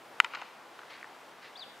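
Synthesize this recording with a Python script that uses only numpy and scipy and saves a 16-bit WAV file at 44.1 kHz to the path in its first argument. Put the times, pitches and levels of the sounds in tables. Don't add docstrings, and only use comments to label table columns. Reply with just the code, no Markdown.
import sys
import numpy as np
from scipy import signal
from scipy.fft import rfft, irfft
from scipy.io import wavfile
from scipy.ndimage import uniform_filter1d

SR = 44100
rng = np.random.default_rng(int(sys.argv[2]) if len(sys.argv) > 2 else 0)


def volts(x):
    e = np.asarray(x, float) / 20
    return 10 ** e


def store_pcm(level_fs):
    pcm = np.round(np.clip(level_fs, -1, 1) * 32767).astype(np.int16)
    wavfile.write(sys.argv[1], SR, np.atleast_2d(pcm).T)


N = 79380
T = np.arange(N) / SR
OPPOSITE = np.array([[1], [-1]])


def conv(a, b):
    return signal.fftconvolve(a, b, axes=-1)[..., :N]


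def shape(x, table):
    freq = np.maximum(np.fft.rfftfreq(N, 1 / SR), 1)
    hz, db = np.array(table).T
    return irfft(rfft(x) * volts(np.interp(np.log(freq), np.log(hz), db)), N)


def unit(x):
    return x / np.sqrt(np.mean(x ** 2))


def dull(x, hz):
    return signal.sosfilt(signal.butter(2, min(hz, SR / 2.2), fs=SR, output="sos"), x)


def thin(x, hz):
    return signal.sosfilt(signal.butter(2, hz, "high", fs=SR, output="sos"), x)


def walk(rate):
    k = int(SR / rate)
    steps = np.repeat(rng.standard_normal(N // k + 1), k)
    return unit(uniform_filter1d(uniform_filter1d(steps, k), k)[:N])


def pan(db):
    return volts(np.array([[db / 2], [-db / 2]]))


def decay(t, t60):
    return np.exp(-np.log(1000) * t / t60)


def ring(start, hz, t60):
    t = np.maximum(T - start, 0)
    return np.sin(2 * np.pi * hz * t) * decay(t, t60)


def spike(at):
    return np.sinc((T - at) * SR) * (np.abs(T - at) * SR < 16)


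def crack():
    # start in seconds, level in dB, push or pull (sign).
    blows = [
        (.20103, -11.4, -1),
        (.201264, 0, 1),
        (.2019, -9.2, 1),
    ]
    # pitch in Hz, level in dB, 60 dB decay in seconds, polarity (signed gain).
    bat_modes = [(930, -11, .013, 1), (1402, -9.4, .0135, -1), (1988, -7.8, .0127, 1),
                 (2395, -11.9, .0137, -1), (3030, -4, .0051, 1)]
    ball_modes = [(2415, 5.1, .001, -1), (5197, -13.8, .0017, 1)]
    barrel_modes = [(338, -29, 0.0051, -1.8), (942, -34, 0.028, 0.95), (1376, -29, 0.045, -0.19),
                    (3630, -15.5, 0.0092, 1), (4120, -23.5, 0.0065, -1.05), (4910, -32.5, 0.0088, -1.13),
                    (7200, -24, 0.0035, -1.28), (10050, -24.5, 0.0029, 1), (13200, -30.5, .002, -1.2)]
    crack_db, radiates_hz, thin_hz, crack_top_hz = -.2, 500, 148, 14000
    rings = 0
    for start, force_db, way in blows:
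        for hz, db, t60, sign in [*bat_modes, *ball_modes, *barrel_modes]:
            rings = rings + way * sign * volts(crack_db + force_db + db) * ring(start, hz, t60)
    return dull(thin(thin(rings, radiates_hz), thin_hz), crack_top_hz)


def field():
    # delay in seconds, level in dB, polarity (sign).
    fence = [(.0434, -34, -1), (.04406, -27, 1), (.04462, -20, 1), (.045, -25, 1), (.04644, -24, -1),
             (.0476, -33, -1), (.049, -33, 1)]
    # delay in seconds, level in dB, spread in seconds, top in Hz.
    rough_faces = [(.004, -31, 0.0055, 9000), (0.043, -30.5, 0.0035, 15000), (.049, -27.5, 0.02, 2980),
                   (.111, -42, .004, 4050), (0.1344, -23.5, 0.0023, 2490), (.139, -21, 0.0041, 1400),
                   (0.1475, -22.5, 0.0027, 5000), (.1515, -23, 0.0043, 3500), (0.17, -22.5, 0.0057, 1200),
                   (0.187, -32, .014, 3000), (0.2146, -30, 0.003, 9000), (0.2183, -21.5, 0.0063, 1180),
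                   (.589, -34.5, 0.0032, 3500), (.63, -33.5, 0.0088, 1540)]
    # frequency in Hz, level in dB.
    sideways = [(300, 0), (700, 12), (1050, 6.5), (1500, -1.5), (3100, 1), (4100, 12.5), (5800, 12.5),
                (9000, -2)]
    taps_per_s, echo_wide, fence_sideways = 5000, 0.095, 0.73
    far_start_s, far_rise_s, far_t60_s, far_db, far_top_hz = 0.086, 0.13, .6, -31, 6000

    mirrors = sum(sign * volts(db) * spike(delay) for delay, db, sign in fence)
    mirrors = shape(mirrors, [(hz, fence_sideways * db) for hz, db in sideways])

    mid, side = rng.standard_normal((2, N)) * (rng.random(N) < taps_per_s / SR)
    taps = mid + echo_wide * side * OPPOSITE
    scattered = 0
    for delay, db, spread, top_hz in rough_faces:
        fade = np.exp(-np.maximum((T - delay) / spread, 0) ** 2)
        face = (taps + 2 * spike(delay)) * (T > delay - 1e-4) * fade
        scattered = scattered + volts(db) * dull(face / np.sqrt(np.sum(face ** 2) / 2), top_hz)

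    mid, side = rng.standard_normal((2, N))
    t = np.maximum(T - far_start_s, 0)
    wash = (mid + 2 * echo_wide * side * OPPOSITE) * np.minimum(t / far_rise_s, 1) * decay(t, far_t60_s)
    wash = volts(far_db - 18.5) * dull(wash, far_top_hz)
    return mirrors + shape(scattered + wash, sideways)


def scuffs():
    # start in seconds, level in dB, length in seconds.
    slides = [
        (0.892, -51, 0.059),
        (0.97, -61, 0.051),
        (1.416, -53, 0.062),
    ]
    # frequency in Hz, level in dB.
    grit_colour = [(300, -32), (700, -15), (1200, -0.5), (2000, 3.5), (3000, -3.5), (4500, -5), (6000, -18),
                   (10000, -42)]
    attack_s, release_s, grit_per_s, grit_db = 0.011, .03, 17000, 1.3
    grains = rng.standard_normal(N) * (rng.random(N) < grit_per_s / SR)
    grains = grains * volts(grit_db * rng.exponential(size=N))
    env = 0
    for start, db, length in slides:
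        attack = np.clip((T - start) / attack_s, 0, 1)
        release = np.exp(-np.maximum(T - start - length, 0) / release_s)
        env = env + volts(db) * attack * release
    return unit(shape(grains, grit_colour)) * env * volts(0.64 * walk(60))


def ticks():
    # start in seconds, level in dB, pitch in Hz, 60 dB decay in seconds.
    knocks = [
        (.4198, -33, 880, .03),
        (.7912, -37, 1450, .02),
        (.8172, -40, 1600, .012),
        (.9395, -38, 2500, .004),
        (1.0125, -38, 2500, .007),
        (1.029, -31, 1950, .009),
        (1.0438, -33.5, 1800, .013),
    ]
    total = 0
    for start, db, hz, t60 in knocks:
        total = total - volts(db) * (ring(start, hz, t60) + .5 * ring(start, 0.83 * hz, t60))
    return thin(dull(dull(total, 3200), 3500), 590)


def bird():
    # time in seconds, pitch in Hz, level in dB.
    whistle = [
        (1.55, 3147, -63),
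        (1.559, 3461, -46),
        (1.567, 4095, -56),
        (1.578, 4780, -47.5),
        (1.587, 5050, -70),
        (1.596, 4680, -43),
        (1.602, 4260, -52.5),
        (1.63, 3450, -43.5),
        (1.645, 2650, -61),
    ]
    pan_db, flutter_db, echo_s, echo_db = 4.5, -0.5, 0.01, -10.5
    trees_db, trees_t60_s, trees_hold_s = -7.5, 0.35, 0.092
    s, hz, db = np.array(whistle).T
    gate = np.clip((T - s[0]) / 0.0045, 0, 1) * np.clip((s[-1] + .004 - T) / .004, 0, 1)
    level = volts(np.interp(T, s, db) + flutter_db * walk(180))
    phase = 2 * np.pi * np.cumsum(np.interp(T, s, hz)) / SR
    song = np.sqrt(2) * gate * level * np.sin(phase)
    direct = song + volts(echo_db) * conv(song, spike(echo_s))
    trees = rng.standard_normal((2, N)) * np.minimum(T / 0.016, 1)
    trees = trees * decay(np.maximum(T - trees_hold_s, 0), trees_t60_s)
    smear = conv(song[None], trees / np.sqrt(np.sum(trees ** 2) / 2))
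    return direct * pan(pan_db) + volts(trees_db) * smear


def fan_hum():
    # frequency in Hz, level in dB.
    fan_lines = [(140, -78), (223, -80), (252, -81.5), (335, -73), (419, -75), (503, -74)]
    width_hz = 4.03
    hum = 0
    for hz, db in fan_lines:
        phase = 2 * np.pi * hz * T + walk(width_hz) + 6 * rng.random()
        hum = hum + volts(db + 2.6 * walk(width_hz)) * np.sqrt(2) * np.sin(phase)
    return hum


def air():
    # frequency in Hz, level in dB per Hz.
    air_colour = [(30, -42), (100, -19), (250, -8.5), (850, 0), (1600, -5), (3200, -12.5), (6300, -22.5),
                  (15000, -32)]
    # frequency in Hz, side over mid in dB.
    air_width = [(30, -3), (60, -6), (125, -11.5), (500, -12), (2000, -13), (5000, -9.5), (9000, -16.5),
                 (15000, -18)]
    # frequency in Hz, left over right in dB.
    air_lean = [(30, 6), (60, 3), (200, 2.2), (1000, 1.2), (15000, -0.7)]
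    # time in seconds, level in dB.
    breeze = [(0, 0.5), (.3, 1), (.6, 0), (1.0, 0.5), (1.4, 0), (1.6, 0.5), (1.8, 1)]
    air_db, swell_db, flicker_db = -52, 0.28, 0.86
    mid, side = rng.standard_normal((2, N))
    spec = rfft(shape(mid + shape(side, air_width) * OPPOSITE, air_colour))
    octaves = np.log2(np.maximum(np.fft.rfftfreq(N, 1 / SR), 1))
    gust, swell = np.interp(T, *np.array(breeze).T), walk(2.2)
    total = 0
    for octave in range(4, 16):
        band = irfft(spec * np.clip(1 - np.abs(octaves - octave), 0, 1), N)
        gust_db = gust * (1 + abs(octave - 10) / 3)
        total = total + band * volts(gust_db + swell_db * swell + flicker_db * walk(12.2))
    left = shape(total[0], [(hz, db / 2) for hz, db in air_lean])
    right = shape(total[1], [(hz, -db / 2) for hz, db in air_lean])
    both = np.array([left, right])
    return volts(air_db) * both / np.sqrt(np.mean(both.mean(axis=0) ** 2))


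def scene():
    hit = crack()
    bat_and_echoes = (hit + conv(hit[None], field())) * pan(2)
    ground = (ticks() + scuffs()) * pan(1.5)
    return bat_and_echoes + ground + bird() + air() + fan_hum()


def roll_off(x):
    return signal.sosfilt(signal.butter(12, 16550, fs=SR, output="sos"), x)


def record(dry):
    top_hz = 15550
    steep = signal.ellip(8, .1, 50, top_hz, fs=SR, output="sos")
    mix = signal.sosfiltfilt(steep, dry)
    return roll_off(mix)


dry = scene()
out = record(dry)
store_pcm(out)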